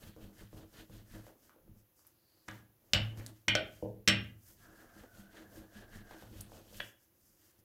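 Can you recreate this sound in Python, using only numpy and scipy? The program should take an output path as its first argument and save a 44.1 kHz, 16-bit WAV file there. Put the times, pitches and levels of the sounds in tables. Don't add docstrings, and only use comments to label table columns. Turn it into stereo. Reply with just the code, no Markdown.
import sys
import numpy as np
from scipy import signal
from scipy.fft import rfft, irfft, next_fast_len
from scipy.io import wavfile

SR = 44100
rng = np.random.default_rng(int(sys.argv[2]) if len(sys.argv) > 2 else 0)


def gain_from_db(level_db):
    decades = np.asarray(level_db, float) / 20
    return 10 ** decades


def unload_wav(signal):
    wavfile.write(
        sys.argv[1],
        SR,
        np.round(np.clip(np.atleast_2d(signal).T, -1, 1) * 32767).astype(np.int16),
    )


N = 336914

# hz, level_db (per Hz)
HISS_COLOUR = [(3600, -41), (4700, -3.5), (6500, -2), (8500, -5.5), (10500, -6.5), (13000, -2),
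               (15950, -9.5), (16200, -51.5)]
# hz, level_db (per Hz)
RUB_LOW_COLOUR = [(650, -23), (950, -10.5), (1250, -3.5), (1720, 4.5), (2150, -4), (2600, -27.5)]
# hz, level_db (per Hz)
RUB_HIGH_COLOUR = [(1900, -21.5), (2500, -4.5), (3100, -1), (3700, -4.5), (4500, -5.5), (5500, -33)]
# hz, level_db (per Hz)
SQUEEZE_COLOUR = [(140, -33), (230, -6.5), (317, -1), (351, -10), (604, -8), (833, -15), (1500, -18),
                  (1950, -47.5), (3300, -120)]
# hz, level_db (per Hz)
RUMBLE_COLOUR = [(12, -41), (20, 3.5), (43, 1.5), (102, 1), (160, -7), (199, -1.5), (260, -11), (340, -38),
                 (570, -120)]
# hz, likeness (0-1)
MAT_LIKENESS = [(60, 0.93), (180, 0.78), (550, 0.97), (1650, 0.13), (5000, 0.044), (15000, 0.048)]
# low_rub_db, high_rub_db
PASS_GRIP = [(0, 2), (-5.5, 0.5), (2.5, 0.5), (-1, 1), (2, 3), (-1, 1.5), (4, -0.5), (1, -2), (1, -0.5),
             (-1, -2.5), (3, -4), (3, -3), (-1, -1), (4, 0), (-2, -3.5), (1.5, 0), (6.5, 0), (4.5, -0.5),
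             (5, 4), (-2, 2.5), (-8, -2.5), (-1.5, 7), (-6, 1)]
PIN_LANDINGS = [
    0.163,
    0.528,
    0.897,
    1.138,
]


def strokes():
    s, half_s, speed_db, bright_db, rub_db, squeeze_db, weight_db = moves()
    flour = gritty(3500, 2.1, 0.8)

    hiss = two_ports(flour, HISS_COLOUR, MAT_LIKENESS, pan_db=-1.5, lag_ms=0.19)
    hiss_sink_db = (9, 15)
    bright = signal.sosfilt(signal.butter(1, 9900, "high", fs=SR, output="sos"), hiss)
    dark = (hiss - bright) * swells(s, half_s, speed_db, hiss_sink_db)
    bright = bright * swells(s, half_s, speed_db + bright_db, hiss_sink_db)
    hiss = (dark + bright) * gain_from_db(1.0 * drift(30))

    rub_low = two_ports(flour, RUB_LOW_COLOUR, MAT_LIKENESS, pan_db=-3.0, lag_ms=0.082)
    rub_high = two_ports(flour, RUB_HIGH_COLOUR, MAT_LIKENESS, pan_db=-2.0, lag_ms=0.12)
    rub_sink_db, rub_high_db = (15, 12), 1.5
    hand_moves = len(s) - len(PASS_GRIP)
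    low_db, high_db = np.pad(np.transpose(PASS_GRIP), [(0, 0), (0, hand_moves)])
    rub = rub_low * swells(s, half_s, rub_db + low_db, rub_sink_db)
    rub = rub + rub_high * swells(s, half_s, rub_db + high_db + rub_high_db, rub_sink_db)
    friction = hiss + rub * gain_from_db(2.0 * drift(30))

    pressed_s = s + .005
    squeeze = two_ports(gritty(900, 1.3, .9), SQUEEZE_COLOUR, MAT_LIKENESS, pan_db=-2.5, lag_ms=0.23)
    squeeze = squeeze * swells(pressed_s, half_s, squeeze_db, (10.5, 7)) * gain_from_db(3.2 * drift(28))
    rumble = two_ports(gritty(150, 2.1, 0.49), RUMBLE_COLOUR, MAT_LIKENESS, pan_db=-1.4, lag_ms=.1)
    rumble = rumble * swells(pressed_s, half_s, weight_db, (11, 10)) * gain_from_db(0.99 * drift(22))

    lift_s, lift_db = .035, -7
    before_s = np.array(PIN_LANDINGS)[:, None] - np.arange(N) / SR
    lift = np.sum(np.clip(2 - before_s / lift_s, 0, 1) * (before_s > 0), axis=0)
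    pressure = (squeeze + rumble) * gain_from_db(lift_db * lift)
    return friction + 0.59 * pressure + gain_from_db(-50.0) * counter(pressure, damping=0.5)


# start_s (at full speed), flour_hiss_db, squeeze_db, weight_db
PIN_PASSES = [(0.065, -64, -56, -46.5), (0.238, -67, -58, -47.5), (0.41, -62.5, -59, -47.5),
              (0.586, -64, -56.5, -46), (0.789, -59.5, -56, -52), (.96, -63.5, -60.5, -46.5),
              (1.156, -61.5, -55.5, -46), (1.276, -67.5, -62, -61), (4.495, -67.5, -68, -64.5),
              (4.642, -66, -64.5, -57), (4.808, -65, -59, -62), (5.001, -63, -59, -55),
              (5.194, -63, -61, -56.5), (5.388, -63, -57, -55), (5.577, -61.5, -54.5, -49.5),
              (5.784, -61.5, -55.5, -52), (5.96, -61.5, -54, -46.5), (6.131, -63, -56.5, -54.5),
              (6.226, -63, -66, -55), (6.382, -61.5, -54, -45.5), (6.558, -59.5, -54, -52),
              (6.68, -68, -74, -61), (6.774, -57.5, -55.5, -52.5)]
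# half_length_s, extra_brightness_db
PASS_PACE = [(0.084, 4), (0.078, 1), (0.069, 0.1), (0.079, -1.5), (0.074, -3.5), (0.075, -1.5), (0.077, -1),
             (0.063, 4.5), (0.076, 10.5), (0.097, 0.1), (0.11, -3.5), (0.086, -7.5), (0.083, -1),
             (0.09, -11), (0.081, 1.3), (0.078, -12), (0.067, -5), (0.08, -9), (0.066, -1), (0.087, 0.5),
             (0.074, -5), (.08, -3), (0.076, 1.5)]
# start_s, half_length_s,
# flour_hiss_db, squeeze_db, weight_db
HAND_MOVES = [(1.46, 0.076, -67.5, -69.5, -70), (1.56, 0.065, -103, -65, -87),
              (1.71, 0.069, -100, -71.5, -51), (1.8, .04, -70.5, -97, -64), (2.005, 0.04, -65.5, -102, -90),
              (2.08, 0.06, -70, -79, -88), (2.36, 0.2, -78, -76.5, -88), (2.55, 0.092, -65.5, -61, -70),
              (3.05, 0.17, -67.5, -58.5, -56.5), (2.89, 0.05, -81.5, -94, -79.5),
              (3.192, 0.022, -57.5, -52.5, -43.5), (3.23, 0.033, -64.5, -50.5, -53),
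              (3.285, 0.041, -63, -55.5, -53), (3.37, 0.092, -72, -75, -77.5),
              (3.77, 0.15, -66, -68.5, -64), (3.98, 0.05, -94, -78, -54), (4.26, .1, -70.5, -72, -71),
              (4.36, 0.079, -91.5, -78, -67), (6.86, 0.071, -59, -72, -81),
              (7.03, 0.069, -71.5, -89.5, -89), (7.28, 0.1, -68, -94, -68.5),
              (7.46, 0.11, -67.5, -74.5, -85.5), (7.595, .02, -71, -73, -60)]


def moves():
    s, speed_db, squeeze_db, weight_db = np.transpose(PIN_PASSES)
    half_s, bright_db = np.transpose(PASS_PACE)
    pin = [s, half_s, speed_db, squeeze_db, weight_db, np.full(len(s), -6)]
    hand = [*np.transpose(HAND_MOVES), np.full(len(HAND_MOVES), -9.5)]
    s, half_s, speed_db, squeeze_db, weight_db, tool_db = np.hstack([pin, hand])
    bright_db = np.pad(bright_db, (0, len(HAND_MOVES)))
    speed_share = 0.61
    rub_db = tool_db + speed_share * speed_db + (1 - speed_share) * squeeze_db
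    return s, half_s, speed_db, bright_db, rub_db, squeeze_db, weight_db


def swells(s, half_s, db, sink_db):
    t = np.arange(0, N + 64, 64) / SR
    away = (t - s[:, None]) / half_s[:, None]
    sink = np.where(away < 0, sink_db[0], sink_db[1])
    level_db = db[:, None] - sink * np.abs(away) ** 1.53
    return np.interp(np.arange(N) / SR, t, np.sqrt(np.sum(gain_from_db(level_db) ** 2, axis=0)))


# start_s, peak_db, left_right_db, room_db, scatter_ms
CRACKS = [
    (2.482, -29.5, -4.5, -2.5, 3.1),
    (2.935, -12.5, -19, 5, 1.25),
    (3.483, -5.5, -4.5, -5, 3.14),
    (3.553, -8.5, -4, -5.5, 1.27),
    (3.8255, -30.5, -1, -6.5, 1.5),
    (4.077, -4.5, -9.5, -2, 1.39),
    (6.801, -17, -5, -9, 2.14),
]
CRACK_LAG_MS = [0.12, 0.3, 0.15, .14, 0.24, 0.16, 0.15]
# hz, level_db (per Hz)
EARLY_CRACK_COLOURS = [
    [(320, -27.5), (550, -11), (1080, -6.5), (1220, 1), (1520, -7.5), (1680, 4.5), (2690, -10),
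     (3570, -5.5), (4500, -14.5), (12000, -28.5), (15600, -58), (22000, -120)],
    [(320, -49), (550, -16.5), (651, -14.5), (953, -24.5), (1720, -15), (2520, -6.5), (2950, -4.5),
     (3960, -8), (5480, -10.5), (6130, -19), (7580, -18.5), (8850, -32.5), (16000, -35.5)],
    [(240, -50.5), (400, -23.5), (645, -23.5), (1230, -22), (2430, -0.5), (2710, -9.5), (3070, 4),
     (4110, -16.5), (4510, -17.5), (5030, -27.5), (5520, -12.5), (6440, -26), (16000, -44.5)],
]
# hz, level_db (per Hz)
LATE_CRACK_COLOURS = [
    [(240, -36.5), (400, -16), (460, -19.5), (626, 0), (687, -10), (1060, -30), (1460, -9.5), (1680, -14.5),
     (2020, -7), (3310, -5.5), (4900, -15.5), (5600, -9.5), (6640, -26), (16000, -48)],
    [(150, -42.5), (250, -28), (308, -14.5), (387, -15.5), (480, -4.5), (1030, -24), (1200, -52),
     (3000, -41), (3900, -90), (6600, -120)],
    [(240, -56.5), (400, -25), (480, -31.5), (600, -18.5), (719, -28.5), (1060, -28.5), (1580, -13.5),
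     (2630, -8.5), (2970, -5), (4180, -14.5), (4900, -20.5), (5520, -14), (6850, -23.5), (7870, -20.5),
     (9500, -33), (16000, -43)],
    [(240, -26), (400, -25.5), (561, -11), (945, -18), (1380, -11.5), (1740, 1), (2120, -10), (3340, -1),
     (4120, -18.5), (9000, -47.5), (11700, -30.5), (19800, -120)],
]
# crack_index, delay_s, level_db
CRACK_BOUNCES = [(0, .004, 12), (1, .0025, -23.5), (2, 0.0032, -6.5), (2, .016, -11.5), (2, 0.0068, -27),
                 (4, .022, -6.5), (4, 0.032, -5), (4, 0.041, -7), (5, .0025, 1), (5, .0085, 3),
                 (5, .025, -7.5), (6, 0.003, 9), (6, .005, -10), (3, .0025, -13.5), (3, .006, -12.5)]
# crack_index, pitch_hz, level_db, t60_s
PIN_RINGS = [(0, 1247, -63.5, 0.079), (0, 1665, -47, .15), (1, 1763, -50, 0.23), (1, 2220, -56.5, 0.12),
             (1, 2760, -53, .12), (1, 2900, -53, .25), (1, 3018, -48, .1), (1, 3250, -50, .12),
             (1, 4323, -56, .12), (1, 5400, -57, .2), (1, 7340, -51, .08), (2, 1610, -48, .12),
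             (2, 7540, -40.5, .04), (2, 2143, -49.5, .15), (2, 2420, -49, 0.15), (2, 6000, -52.5, .1),
             (2, 3035, -48.5, 0.14), (2, 3300, -46.5, .12), (2, 4474, -39.5, .13), (2, 5530, -47, .07),
             (3, 639, -56.5, .1), (3, 1514, -47.5, .15), (3, 1885, -45.5, .12), (3, 5490, -47.5, 0.072),
             (3, 2400, -57, 0.15), (3, 3186, -43, 0.092), (3, 4265, -49, 0.11), (4, 305.4, -54.5, .13),
             (4, 440, -47.5, 0.046), (4, 510, -46.5, 0.098), (4, 648.4, -48, 0.086), (5, 1592, -54, 0.25),
             (5, 2470, -53.5, .2), (5, 2960, -53.5, .18), (5, 3332, -55, .16), (5, 4570, -41.5, 0.14),
             (5, 5435, -39.5, .2), (5, 6083, -43, .1), (5, 7840, -46.5, .04), (6, 595, -57, 0.08),
             (6, 1765, -58.5, 0.11), (6, 1930, -50.5, 0.11), (6, 4480, -35, .03), (6, 2846, -47, 0.14),
             (6, 3370, -47, 0.12)]


def blows(room):
    out, n = np.zeros((2, N)), np.arange(2600)
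    colours = EARLY_CRACK_COLOURS + LATE_CRACK_COLOURS
    soften = signal.butter(2, 4000, fs=SR, output="sos")
    for k, (s, db, pan_db, room_db, scatter_ms) in enumerate(CRACKS):
        fade = np.exp(-n / (scatter_ms * SR / 1000))
        first = rng.standard_normal(len(n)) * fade * np.minimum(n / 30, 1)
        first = irfft(np.exp(1j * np.angle(rfft(first)))) * fade ** .3
        dull = signal.sosfilt(soften, first)
        contact = first.copy()
        for index, delay_s, bounce_db in CRACK_BOUNCES:
            if index == k:
                bounce = dull if delay_s > .012 else first
                contact += gain_from_db(bounce_db) * np.roll(bounce, round(delay_s * SR))
        struck = np.pad(signal.fftconvolve(contact, causal_pulse(colours[k])), (0, SR // 8))
        hit = struck.copy()
        for index, hz, pin_db, t60 in PIN_RINGS:
            if index == k:
                hit += gain_from_db(pin_db) * ring(struck, hz, t60)
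        hit = gain_from_db(db - 0.5) * hit / np.abs(hit).max()
        add(out, heard(hit, room, pan_db, CRACK_LAG_MS[k], room_db, (-80, -80, -80)), s - .001)
    return out


# start_s, peak_db, low_modes_db, middle_modes_db, high_modes_db
COUNTER_PUSHES = [(2.48, -36.5, -29, -30.5, -27), (2.931, -30.5, -20.5, -20, -44),
                  (2.953, -31, -14, -48, -28), (3.0, -39, -12, -19, -50), (3.478, -22.5, -29.5, -32, -32.5),
                  (3.546, -37, -30, -26, -14), (3.825, -30, -28, -27.5, -23),
                  (4.074, -20.5, -30.5, -21.5, -28.5), (4.086, -25, -29.5, -33, -29),
                  (4.15, -34.5, -21, -37, -39), (6.793, -71, -39, -43.5, -12),
                  (3.173, -35.5, -25, -58, -38), (5.191, -54.5, -50, -12, -37),
                  (6.229, -52.5, -13, -41, -32), (4.73, -70.5, -54, -38.5, -32),
                  (0.162, -45.5, -26, -32, -23), (0.528, -49.5, -29, -20, -21),
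                  (0.897, -48.5, -20.5, -22.5, -22), (1.137, -53.5, -19, -17, -15)]


def thumps(room):
    out = np.zeros((2, N))
    no_bass = signal.butter(2, 60.0, "high", fs=SR, output="sos")
    push = signal.sosfilt(no_bass, np.pad(np.hanning(230) ** 2, (0, 3000)))
    for s, db, *place_db in COUNTER_PUSHES:
        add(out, heard(gain_from_db(db - 11.0) * push, room, -.3, .1, -1.5, place_db), s)
    return out


# start_s, peak_db, pitch_hz, sharpness_q, counter_ring_db
DULL_TAPS = [(0.164, -45.5, 430, 2, -45), (0.529, -47.5, 630, 2.1, -34), (0.898, -48, 423, 1, -36),
             (0.957, -67, 382, 0.6, -27), (1.138, -42, 384, 0.19, -29), (1.267, -42, 570, 1.34, -56),
             (1.495, -43.5, 1274, 1.8, -65), (1.562, -57, 503, 3.1, -50), (1.678, -59.5, 423, 1.15, -24),
             (1.993, -56, 1130, 1.6, -47), (2.05, -50, 1030, 0.58, -47), (3.1745, -36.5, 1100, 0.43, -37),
             (3.198, -59, 560, 1.1, -28), (5.572, -50, 546, 0.56, -12), (6.1105, -38.5, 804, 1.7, -42),
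             (6.2245, -39, 648, 0.88, -28), (6.328, -55, 382, 0.74, -22), (6.519, -42, 690, 2.1, -59),
             (6.727, -52, 510, 2.5, -43), (7.589, -64, 584, 0.6, -48)]
# start_s, peak_db, pitch_hz, sharpness_q, counter_ring_db
DOUGH_SNAPS = [(2.0685, -30, 12700, 0.6, -54), (2.0742, -38.5, 10600, 1.1, -60),
               (2.4838, -35.5, 5630, 0.9, -61.5), (2.5125, -44.5, 5740, 1.5, -56),
               (3.1985, -38.5, 2230, 1.4, -63), (3.21, -46, 1780, 3.3, -60), (3.263, -44.5, 1790, 1.5, -58),
               (3.1765, -52.5, 5000, 0.66, -60), (3.2635, -32.5, 3970, 1.3, -62),
               (3.2638, -26, 8800, 1.9, -62), (3.268, -36.5, 6750, 2.25, -55),
               (6.4075, -32.5, 4910, 0.56, -60), (6.4108, -23.5, 9100, 1.4, -58)]


def taps_and_snaps(room):
    taps = small_contacts(DULL_TAPS, room, room_db=-2, order=1)
    return taps + small_contacts(DOUGH_SNAPS, room, room_db=-6, order=2)


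def small_contacts(table, room, room_db, order):
    out = np.zeros((2, N))
    for s, db, hz, q, counter_db in table:
        pulse = (np.arange(1500) == 1).astype(float)
        for _ in range(order):
            pulse = ring(np.diff(pulse, prepend=0.), hz, 3.64 * q / hz)
        pulse = gain_from_db(db - 0.5) * pulse / np.abs(pulse).max()
        add(out, heard(pulse, room, -4.0, 0.169, room_db, [counter_db] * 3), s)
    return out


# start_s, pitch_hz, level_db
AXLE_DRAG = [(4.58, 1625, -63), (4.7, 1657, -69.5), (4.998, 1593, -73.5), (5.199, 1417, -69.5),
             (5.4, 1650, -70), (5.67, 1614, -75), (5.78, 1640, -66), (5.86, 1632, -69.5), (5.95, 1632, -69),
             (6.171, 1590, -66), (6.4, 1407, -86)]


def axle():
    s, hz, db = np.transpose(AXLE_DRAG)
    t = np.arange(N) / SR
    r = np.exp(-np.pi * 175 / SR)
    slow = [rms_one(signal.lfilter([1], [1, -2 * r, r * r], g)) for g in gritty(1200, 1.3, 1.0)]
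    turn = 2 * np.pi * np.cumsum(np.interp(t, s, hz)) / SR
    tone = slow[0] * np.cos(turn) + slow[1] * np.sin(turn)
    loose_until_s = 5.1
    loose = gain_from_db(-1.5) * np.clip((loose_until_s - t) / 0.056, 0, 1)
    tone = tone + loose * rms_one(ring(rng.standard_normal(N), 1360, 0.013))
    tone = tone + gain_from_db(-7.5) * rms_one(ring(rng.standard_normal(N), 694, 0.023))
    tone = tone * gain_from_db(1.5 * drift(6.4))
    edge = np.clip(np.minimum(t - s[0], s[-1] - t) / 0.12, 0, 1)
    tone = tone * edge * gain_from_db(np.interp(t, s, db) + 5.5)
    return np.array([np.roll(tone, 14) * gain_from_db(-8.0), tone * gain_from_db(3.55)])


# start_s, level_db
PEEL_LEVEL = [
    (2.05, -110),
    (2.14, -83),
    (2.3, -75.5),
    (2.44, -75),
    (2.5, -110),
]
# hz, level_db (per Hz)
PEEL_SWISH = [(3300, -28), (4100, -5), (4600, 0), (5100, -6.5), (6200, -28.5)]


def peel():
    s, db = np.transpose(PEEL_LEVEL)
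    swish = two_ports(rng.standard_normal((2, N)), PEEL_SWISH, MAT_LIKENESS, pan_db=-13.0, lag_ms=0.11)
    return gain_from_db(np.interp(np.arange(N) / SR, s, db)) * swish


# pitch_hz, level_db, t60_s
COUNTER_MODES = [(47.7, -14, 0.2), (108, -0.5, 0.12), (110.55, -5, 0.52), (142.4, -17, 0.38),
                 (194.4, -15, 0.2), (197.6, -6.5, 0.36), (237, -18, 0.22), (315.8, -4.5, 0.34),
                 (550, -18.5, 0.22)]


def counter(x, damping=1, place_db=(0, 0, 0)):
    weight_db = list(zip((108, 199, 318), place_db))
    out = 0
    for k, (hz, db, t60) in enumerate(COUNTER_MODES):
        out = out + (-1) ** k * gain_from_db(db + at_hz(weight_db, hz)) * ring(x, hz, t60 * damping)
    return out


# hz, t60_s
ROOM_DECAY = [(100, 0.85), (500, 0.39), (1500, 0.35), (3000, 0.3), (5500, 0.165), (9000, 0.17),
              (15000, 0.052)]
# hz, level_db
ECHO_COLOUR = [(300, 8), (3500, -1.5), (6000, -11.5), (10000, -3), (16000, 0)]
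# hz, left_right_db
ECHO_BALANCE = [(250, -3.5), (500, -4.5), (1000, 0), (2000, 1.5), (4000, -0.5), (8000, 2)]
# pitch_hz, width_hz, level_db, t60_s
CROCKERY_RINGS = [(2930, 350, 4, .31), (4450, 200, 3, .2), (5450, 250, 5, .175)]


def room_answer():
    t, out = np.arange(SR // 2) / SR, 0
    sides = np.array([[1], [-1]])
    edges = 40 * 2 ** np.arange(0, 9.1, .5)
    for low, high in zip(edges, edges[1:]):
        band = signal.butter(2, [low, high], "band", fs=SR, output="sos")
        hz = np.sqrt(low * high)
        t60, alike = at_hz(ROOM_DECAY, hz), np.clip(1.05 - hz / 1100, .1, .98)
        shared, own = signal.sosfilt(band, rng.standard_normal((2, len(t))))
        pair = np.sqrt(1 + alike) * shared + np.sqrt(1 - alike) * own * sides
        pair = pair * gain_from_db(at_hz(ECHO_BALANCE, hz) / 2 * sides)
        out = out + pair * gain_from_db(at_hz(ECHO_COLOUR, hz) - 60 * t / t60) / np.sqrt(t60)
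    for hz, width_hz, db, t60 in CROCKERY_RINGS:
        band = signal.butter(2, [hz - width_hz / 2, hz + width_hz / 2], "band", fs=SR, output="sos")
        slower = gain_from_db(db + 60 * t * (1 / at_hz(ROOM_DECAY, hz) - 1 / t60)) - 1
        out = out + signal.sosfilt(band, out) * slower
    out = out * np.clip(t / 0.0026, 0, 1)
    return out / np.sqrt(np.sum(out ** 2) / 2)


def heard(sound, room, pan_db, lag_ms, room_db, place_db):
    sound = np.pad(sound, (0, room.shape[1]))
    n = np.arange(len(sound))
    left = np.interp(n - lag_ms * SR / 1000, n, sound, left=0)
    direct = np.array([left * gain_from_db(pan_db / 2), sound / gain_from_db(pan_db / 2)])
    wet = signal.fftconvolve(room, sound[None], axes=1)[:, :len(sound)]
    return direct + gain_from_db(room_db) * wet + counter(sound, place_db=place_db) * gain_from_db([[.45], [-.45]])


# hz, level_db (per Hz)
AIR_COLOUR = [(12, -32.5), (20, -16.5), (96, 3.5), (265, -10), (323, -9.5), (428, -22), (521, -1.5),
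              (599, -10), (3620, -18.5), (4600, -21), (6350, -18.5), (8890, -26), (10500, -12),
              (12800, -10), (15950, -10), (16200, -50)]
# hz, likeness (0-1)
AIR_ALIKE = [(60, 0.82), (240, 0.29), (950, 0.09), (3770, 0.066), (15000, 0.035)]


def air():
    hush = two_ports(rng.standard_normal((2, N)), AIR_COLOUR, AIR_ALIKE, pan_db=0.0, lag_ms=0)
    hum = rms_one(ring(rng.standard_normal(N), 335, 0.04))
    return gain_from_db(-71) * (hush + 0.33 * hum)


def rms_one(x):
    return x / np.sqrt(np.mean(x ** 2) + 1e-20)


def at_hz(points, hz):
    points = np.array(points)
    return np.interp(np.log(np.maximum(hz, 1)), np.log(points[:, 0]), points[:, 1])


def drift(rate_hz):
    r = np.exp(-2 * np.pi * rate_hz / SR)
    return rms_one(signal.lfilter([1], [1, -2 * r, r * r], rng.standard_normal(N + SR))[SR:])


def gritty(per_s, spread_db, smooth):
    size_db = spread_db * np.minimum(rng.exponential(1, (2, N)), 4)
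    grains = (rng.random((2, N)) < per_s / SR) * gain_from_db(size_db)
    return rms_one(grains * rng.choice([-1, 1], (2, N))) + smooth * rng.standard_normal((2, N))


def ring(x, hz, t60):
    r, w = gain_from_db(-60 / (t60 * SR)), 2 * np.pi * hz / SR
    return signal.lfilter([0, np.sin(w)], [1, -2 * r * np.cos(w), r * r], x + 1e-18)


def causal_pulse(spectrum, size=4096):
    cepstrum = irfft(np.log(gain_from_db(at_hz(spectrum, np.arange(size // 2 + 1) * SR / size))))
    cepstrum[1:size // 2] *= 2
    cepstrum[size // 2 + 1:] = 0
    pulse = irfft(np.exp(rfft(cepstrum)))
    return pulse / np.abs(pulse).max()


def two_ports(pair, spectrum, likeness, pan_db, lag_ms):
    size = next_fast_len(N)
    hz = np.arange(size // 2 + 1) * SR / size
    alike = np.clip(at_hz(likeness, hz), 0, 1)
    shared, own = rfft(pair, size) * gain_from_db(at_hz(spectrum, hz))
    shared, own = np.sqrt(1 + alike) * shared, np.sqrt(1 - alike) * own
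    left = (shared + own) * np.exp(-2j * np.pi * hz * lag_ms / 1000)
    right = shared - own
    return rms_one(irfft([left * gain_from_db(pan_db / 2), right / gain_from_db(pan_db / 2)], size)[:, :N])


def add(track, sound, s):
    i = round(s * SR)
    track[:, i:i + sound.shape[1]] += sound[:, :N - i]


def scene():
    room = room_answer()
    knocks = blows(room) + thumps(room) + taps_and_snaps(room)
    return strokes() + knocks + axle() + peel() + air()


def low_pass(x):
    return signal.sosfilt(signal.butter(12, 16660, fs=SR, output="sos"), x)


def record(dry):
    top = signal.cheby2(10, 60, 17000, fs=SR, output="sos")
    mix = signal.sosfilt(top, 0.71 * np.tanh(dry / 0.7))
    return low_pass(mix)


dry = scene()
out = record(dry)
unload_wav(out)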